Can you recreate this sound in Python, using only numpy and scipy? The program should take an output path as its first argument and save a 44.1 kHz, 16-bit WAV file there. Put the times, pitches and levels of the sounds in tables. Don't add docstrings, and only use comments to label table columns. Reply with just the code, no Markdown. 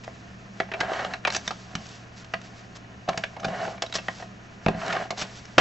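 import sys
import numpy as np
from scipy import signal
from scipy.fft import rfft, irfft, next_fast_len
from scipy.io import wavfile
from scipy.ndimage import uniform_filter1d

SR = 44100
rng = np.random.default_rng(int(sys.argv[2]) if len(sys.argv) > 2 else 0)


def boost_factor(decibels):
    exponent = np.asarray(decibels, float) / 20
    return 10 ** exponent


def materialize(psi):
    bounded = np.clip(np.atleast_2d(psi).T, -1, 1)
    quanta = np.round(bounded * 32767).astype(np.int16)
    wavfile.write(sys.argv[1], SR, quanta)


N = 247205

# frequency in Hz, level in dB, t60 in seconds.
TABLE_MODES = [(46.8, -19, .15), (95, -32, 0.059), (137, -18, 0.18), (174.6, 0, 0.14), (207.4, 0, 0.13),
               (265.6, -7.5, 0.16), (325, -15.5, 0.024)]
# frequency in Hz, level in dB, t60 in seconds.
SHELL_MODES = [(1077, 5.5, 0.037), (1280, 2, 0.034), (1428, 10, 0.015), (1609, 10, 0.017), (1754, 7, 0.02),
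               (1900, 5, 0.022), (2170, -2.5, 0.04), (2360, -6.5, 0.0089), (2676, -0.5, 0.017),
               (3050, -17.5, 0.014)]


def level(x, db):
    return x * boost_factor(db) / np.sqrt(np.mean(x ** 2))


def peak(x, db, size=8192):
    return x[:size] * boost_factor(db) / np.abs(x).max()


def band(x, lo_hz, hi_hz, order=2):
    return signal.sosfilt(signal.butter(order, [lo_hz, hi_hz], "band", fs=SR, output="sos"), x)


def colour(x, points):
    hz, db = np.transpose(points)
    size = next_fast_len(len(x))
    bin_hz = np.arange(size // 2 + 1) * SR / size
    gain = boost_factor(np.interp(np.log(bin_hz + 1), np.log(hz), db))
    return irfft(rfft(x, size) * gain, size)[:len(x)]


def walk(rate):
    k = int(SR / rate)
    held = np.repeat(rng.standard_normal(N // k + 1), k)
    return 0.994 * uniform_filter1d(uniform_filter1d(held, k), k)[:N]


def ring(modes, size=4096, longest=.3):
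    hz, db, t60 = np.transpose(modes)[:, :, None]
    t = np.arange(size) / SR
    decay = boost_factor(db - 60 * t / np.clip(t60, .004, longest))
    swing = np.sum(decay * np.sin(2 * np.pi * hz * t), axis=0)
    return band(swing, .8 * hz.min(), 1.5 * hz.max())


def slips(rate, scatter_db):
    hit = rng.random(N) < rate / SR
    size = boost_factor(scatter_db * np.minimum(rng.exponential(size=N), 3.5))
    return level(hit * size * rng.choice([-1, 1], N), 0)


def arches(rows, power):
    t = np.arange(N) / SR
    return sum(boost_factor(db) * np.abs(np.sin(np.pi * np.clip((t - s) / d, 0, 1))) ** power for s, d, db in rows)


def hiss():
    # frequency in Hz, density in dB per Hz.
    mid_points = [(140, 2), (230, 5.5), (512, -0.5), (559, -0.5), (834, -9), (1440, -11), (1940, -13),
                  (2500, -6), (3210, -17), (6830, -15.5), (7920, -52.5), (10300, -56), (17400, -120)]
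    # frequency in Hz, side minus mid in dB.
    width = [(60, -32.5), (100, -42.5), (180, -9.5), (300, 4.5), (510, -3), (880, 5.5), (1500, 10),
             (2560, -1), (4370, 12), (7470, -17)]
    hz, mid_db = np.transpose(mid_points)
    width_hz, width_db = np.transpose(width)
    side_db = mid_db + np.interp(np.log(hz), np.log(width_hz), width_db)
    mid, side = rng.standard_normal((2, N))
    both = np.array([colour(mid, mid_points), colour(side, np.c_[hz, side_db])])
    return both * boost_factor(-55.5 + 0.35 * walk(4.8)) / np.std(band(both[0], 280, 8000))


def rumble():
    # frequency in Hz, density in dB per Hz.
    rumble_points = [(10, 4.5), (30, 2), (75, 16), (150, 0.5), (260, -25.5), (500, -62.5)]
    rumble_db = -56
    mid, side = rng.standard_normal((2, N))
    return np.array([level(colour(mid, rumble_points), rumble_db),
                     level(colour(side, rumble_points), rumble_db - 15.5)])


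def mains_hum():
    hz = 117.6 + 0.75 * walk(1.93)
    return boost_factor(-51.5 + 0.6 * walk(1.4)) * np.sqrt(2) * np.sin(2 * np.pi * np.cumsum(hz) / SR)


def fan_drone():
    centre_hz, width_hz = 190, 17.2
    air = rng.standard_normal(N)
    return level(band(air, centre_hz - width_hz / 2, centre_hz + width_hz / 2, order=1), -50)


def camera_ticks():
    start_s, period_s, offbeat_s, offbeat_db = .0405, .1001, .048, -5
    tick_hz, tick_db, swell_s = 1800, -48.5, .003
    beats = np.arange(start_s, N / SR - .06, period_s)
    size = boost_factor(2 * rng.standard_normal((len(beats), 2)) + [0, offbeat_db])
    train = np.zeros(N)
    train[((beats[:, None] + [0, offbeat_s]) * SR).astype(int)] = size
    t = np.arange(1024) / SR
    tick = t / swell_s * np.exp(1 - t / swell_s) * np.sin(2 * np.pi * tick_hz * t)
    return boost_factor(tick_db) * signal.fftconvolve(train, tick)[:N]


def background():
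    tones = np.array([[1], [-.04]]) * (mains_hum() + fan_drone())
    ticks = np.array([[0.23], [.9]]) * camera_ticks()
    return hiss() + rumble() + tones + ticks


def hand():
    # start in seconds, length in seconds, level in dB.
    slides = [
        (-.2, 0.53, -68),
        (.52, 0.13, -60.5),
        (1.21, 0.47, -55),
        (1.55, 0.56, -59),
        (2.2, 0.56, -67),
        (3.07, 0.29, -61),
        (3.85, 0.43, -54.5),
        (4.62, 0.12, -56.5),
        (5.1, 0.37, -54),
        (5.35, 0.57, -62),
    ]
    # start, press-down, hold and lift in seconds, pressure in dB.
    strokes = [
        (0.716, 0.12, 0.25, 0.092, -37.5),
        (3.363, 0.11, 0.21, 0.091, -36),
        (4.801, 0.063, .15, 0.024, -33),
    ]
    # start in seconds, length in seconds, speed in dB.
    pulls = [
        (.72, 0.49, -38.5),
        (3.4, 0.39, -38.5),
        (4.73, 0.37, -34.5),
    ]
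    # start in seconds, length in seconds, level in dB.
    settles = [
        (1.22, 0.21, -46),
        (1.6, .32, -54),
        (3.08, 0.19, -46),
        (4.63, 0.21, -39.5),
        (5.12, 0.23, -46.5),
    ]
    t = np.arange(N) / SR
    pressure = sum(boost_factor(db) * np.interp(t, np.cumsum([s, down, hold, lift]), [0, 1, 1, 0])
                   for s, down, hold, lift, db in strokes)
    speed = arches(pulls, 1.7)
    settle = arches(settles, 2.7)
    hollow = boost_factor(-58) + pressure + settle
    shell = boost_factor(-56.5) + speed + boost_factor(-9.5) * settle
    card = boost_factor(-64.5) + boost_factor(-22.5) * speed ** 0.72 + arches(slides, 1.0)
    return 20 * np.log10([hollow, shell, card])


def rustle(db):
    # frequency in Hz, density in dB per Hz.
    card_points = [(290, -13.5), (500, -8), (724, -8), (1000, -6), (1720, -6.5), (2020, -7), (5660, -6),
                   (7920, -13.5), (10300, -62), (17400, -120)]
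    # start in seconds, length in seconds, level in dB.
    crackles = [(1.311, 0.078, -32), (1.442, 0.059, -41), (3.935, 0.045, -25), (5.164, 0.083, -33.5),
                (5.331, 0.089, -47), (2.428, 0.064, -52), (1.783, 0.23, -48.5), (2.156, 0.051, -47),
                (2.192, 0.051, -52), (2.543, 0.086, -53), (2.747, 0.033, -44), (3.554, 0.21, -51.5),
                (4.075, 0.21, -49)]
    slide = level(colour(rng.standard_normal(N), card_points), 0) * boost_factor(db + 1.5 + 2.2 * walk(40))
    crackle = level(colour(slips(rate=1300, scatter_db=2), card_points), 0) * boost_factor(0.6 * walk(150))
    return slide + arches(crackles, 1) * crackle


def roller(hollow_db, shell_db):
    # frequency in Hz, level in dB, t60 in seconds.
    pressed_hollow = [(422, -4, 0.095), (541.4, -10, 0.21), (656.6, -2.5, 0.2), (692.4, 5.5, 0.069),
                      (728.5, 6.5, 0.051), (810, -5, 0.042), (860, -15, 0.058), (1038, -9, 0.054)]
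    # frequency in Hz, level in dB, t60 in seconds.
    gear_teeth = [(2930, -2, .03), (3880, -11, 0.027), (4160, -7.5, 0.034)]
    # parts, drive in dB, share of the ring time left
    driven = [(pressed_hollow, hollow_db, 1), (SHELL_MODES, shell_db, .8),
              (TABLE_MODES[2:], hollow_db - 11.5, .6), (gear_teeth, shell_db - 13.5, 1)]
    out, judder = 0, walk(70)
    for modes, db, damp in driven:
        response = ring([(hz, mode_db, damp * t60) for hz, mode_db, t60 in modes])
        response = response / np.sqrt(np.sum(response ** 2))
        force = slips(rate=2500, scatter_db=1.0) * boost_factor(1.9 * judder + 1.5 * walk(120) + db)
        out = out + signal.fftconvolve(force, response)[:N]
    return out


def knock(hollow_db, shell_db, crack_db, panel_hz, contact_ms, swell, top_hz=3400, size=4096):
    # frequency in Hz, level in dB, t60 in seconds.
    hollow_modes = [(396, -8.5, 0.2), (554, -8, 0.088), (666, 2.5, 0.081), (721, -2.5, 0.077),
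                    (748.6, -2, 0.061), (821, -2, 0.035), (913, -12.5, 0.025), (1047, -4, 0.084)]
    chatter, fizz = rng.standard_normal((2, size))
    fade = np.arange(size) / SR / (max(contact_ms, .3) / 1000)
    force = fade ** swell * np.exp(-fade)
    push = chatter * np.abs(chatter) * force
    push[2] += 9 * force[2]

    def struck(modes):
        spot = [(hz, db + 2 * rng.standard_normal(), t60) for hz, db, t60 in modes]
        return signal.fftconvolve(push, ring(spot, longest=.08))[:size]

    hollow = struck(hollow_modes)
    shell = struck(SHELL_MODES)
    panel = signal.fftconvolve(push, ring([(panel_hz, 0, .015)]))[:size]
    slap = band(push, 876, 2400)
    crack = band(band(fizz * np.abs(fizz) * force, 1900, 6840), 1000, top_hz)
    panel_db = crack_db - 1.0 if panel_hz > 3100 else shell_db - 4.5
    body = peak(hollow, hollow_db) + peak(shell, shell_db + 0.5) + peak(panel, panel_db)
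    return body + peak(slap, shell_db - 4.0) + peak(crack, crack_db + 3.5)


def pawl_clicks():
    # time in seconds, crack peak in dB, hollow peak in dB, loudest panel in Hz.
    clicks = [(0.036, -39.5, -62, 2700), (0.043, -38.5, -41, 2440), (1.005, -37.5, -29.5, 3020),
              (5.105, -21, -21.5, 2100), (1.302, -23.5, -32, 4110), (1.323, -28, -39, 4660),
              (1.347, -20, -23.5, 2600), (1.364, -19.5, -24.5, 6040), (1.477, -20, -25.5, 3650),
              (1.752, -23, -28, 3050), (2.245, -40.5, -47, 2740), (2.415, -39.5, -58, 2690),
              (2.44, -44.5, -62, 2740), (2.757, -52, -42, 3620), (3.175, -19.5, -24, 2820),
              (3.821, -20, -18, 2680), (3.863, -36.5, -40, 3880), (3.897, -42.5, -39.5, 2220),
              (3.925, -27.5, -37, 3830), (3.94, -33.5, -43, 2620), (3.953, -22.5, -20, 5590),
              (4.862, -31.5, -35, 4100), (4.88, -30, -25, 3840), (5.174, -33.5, -37, 4130),
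              (5.179, -37, -30, 3540), (5.214, -24.5, -45, 2270), (5.22, -23.5, -28.5, 2440),
              (5.453, -39.5, -61, 5200)]
    return [(s, knock(hollow, crack - 3, crack, hz, 3.6 * (2880 / hz) ** 0.81, swell=0.15, top_hz=7140))
            for s, crack, hollow, hz in clicks]


def case_knocks():
    # time in seconds, hollow peak in dB, shell peak in dB, loudest panel in Hz, contact in ms.
    hits = [(0.078, -23, -34.5, 2000, 0.58), (0.099, -52, -48, 2190, 1.6), (0.601, -13.5, -17, 1980, 3.4),
            (0.716, -26.5, -27, 1760, 5.2), (0.737, -23.5, -24.5, 2390, 6), (0.933, -26, -27, 3050, 3.7),
            (0.96, -37.5, -33.5, 2950, 5), (1.047, -18.5, -21.5, 2930, 2.3), (1.136, -29, -24.5, 4030, 3.4),
            (2.337, -20.5, -20, 1965, 3.5), (3.13, -37, -32.5, 2260, 4.7), (3.237, -24, -18, 2360, 3.7),
            (3.482, -21.5, -32, 2940, 3.6), (3.779, -34.5, -39.5, 2130, 3.4), (3.837, -22, -31, 2140, 2),
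            (3.984, -27.5, -30, 2640, 5.5), (4.083, -18.5, -20.5, 1830, 2.6),
            (4.662, -11.5, -16, 2190, 2.0), (4.683, -11, -17, 2520, 3.4), (1.25, -18, -13.5, 2420, 3),
            (5.581, 0, -1.5, 2620, 3.2), (5.588, -22, -15.5, 2830, 8.3), (5.599, -10, -10, 2090, 0.74)]
    sounds = []
    for s, hollow, shell, hz, ms in hits:
        crack = shell - 6.5 + 1.5 * np.log2(hz / 2400) + 2 * np.log2(ms / 3)
        sounds.append((s, knock(hollow, shell, crack, hz, ms, swell=0.2, top_hz=1.86 * hz)))
    return sounds


def table_thuds():
    # time in seconds, peak in dB.
    blows = [(0.601, -32.5), (0.808, -31.5), (0.851, -43), (1.475, -34.5), (1.752, -24.5), (2.334, -38),
             (3.086, -26.5), (3.175, -29.5), (3.446, -30.5), (3.465, -24.5), (3.818, -49), (4.083, -34.5),
             (4.662, -14), (4.682, -14), (4.748, -25), (4.777, -32), (5.106, -38), (5.217, -32.5),
             (5.578, -16), (5.586, -19.5)]
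    push = np.exp(-np.arange(400) / SR / 0.00052)
    thud = signal.fftconvolve(push, ring(TABLE_MODES, size=8192))
    return [(s, peak(thud, db)) for s, db in blows]


def roller_lurches():
    # time in seconds, hollow peak in dB, shell peak in dB, loudest panel in Hz.
    lurches = [(0.688, -35.5, -42.5, 1900), (0.833, -20, -31, 1620), (0.847, -28, -33.5, 1660),
               (0.894, -35, -37, 1640), (0.916, -16, -28.5, 1265), (0.993, -21.5, -25, 1630),
               (1.021, -26, -38, 1710), (3.078, -21.5, -37, 1340), (3.143, -29, -44, 1800),
               (3.366, -29, -36, 1250), (3.432, -33, -31.5, 1280), (3.651, -34, -29, 1510),
               (3.677, -22.5, -33.5, 1380), (4.224, -28, -37, 1860), (4.744, -42, -44.5, 1900),
               (4.815, -25, -31, 1300), (4.904, -26, -21, 1510), (4.952, -21, -26.5, 1350),
               (4.965, -18.5, -23, 1600), (5.054, -29.5, -49, 1540), (5.126, -28.5, -55, 2210)]
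    return [(s - .004, knock(hollow, shell, shell - 8, hz, 1.84, swell=2.95))
            for s, hollow, shell, hz in lurches]


def soft_bumps():
    # time in seconds, hollow peak in dB, shell peak in dB, loudest panel in Hz.
    bumps = [
        (0.805, -20.5, -17.5, 1650),
        (1.273, -16.5, -16.5, 1250),
        (1.507, -24.5, -26, 1430),
        (3.088, -12, -18, 1274),
        (3.398, -42, -37.5, 6200),
        (3.446, -20, -20, 2400),
        (4.198, -33, -41, 1520),
        (4.926, -29, -21, 1280),
    ]
    return [(s - .004, knock(hollow, shell, shell - 3.5, hz, 2.18, swell=3.0, top_hz=5070))
            for s, hollow, shell, hz in bumps]


def contacts():
    out = np.zeros(N + 8192)
    for s, x in pawl_clicks() + case_knocks() + table_thuds() + roller_lurches() + soft_bumps():
        start = int(s * SR)
        out[start:start + len(x)] += x
    return out[:N]


def echo(x, t60):
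    t = np.arange(SR // 2) / SR
    tail = rng.standard_normal(len(t)) * boost_factor(-60 * t / t60) * (1 - np.exp(-t / 0.0024))
    return signal.fftconvolve(x, tail / np.sqrt(np.sum(tail ** 2)))[:N]


def scene():
    room_t60_s, desk_t60_s = 0.16, 0.021
    hollow_db, shell_db, card_db = hand()
    near = contacts() + roller(hollow_db, shell_db) + rustle(card_db)
    mid = near + boost_factor(-11) * band(echo(near, room_t60_s), 130, 8800, order=1)
    wide = boost_factor(-14) * echo(near, room_t60_s) + boost_factor(-9.5) * echo(near, desk_t60_s)
    side = -.07 * mid + band(wide, 900, 6000, order=1)
    mid, side = np.array([mid, side]) + background()
    return np.array([mid + side, mid - side])


def band_limit(x):
    return signal.sosfilt(signal.butter(12, 8070, fs=SR, output="sos"), x)


def record(dry):
    dry = .8 * np.tanh(dry / .8)
    mid, side = (dry[0] + dry[1]) / 2, (dry[0] - dry[1]) / 2
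    side = signal.sosfiltfilt(signal.ellip(8, .1, 40, 3900, fs=SR, output="sos"), side)
    mid = signal.sosfilt(signal.ellip(10, .2, 70, 7900, fs=SR, output="sos"), mid)
    stop = np.minimum(np.arange(N)[::-1] / 40, 1)
    return band_limit(stop * np.array([mid + side, mid - side]))


dry = scene()
out = record(dry)
materialize(out)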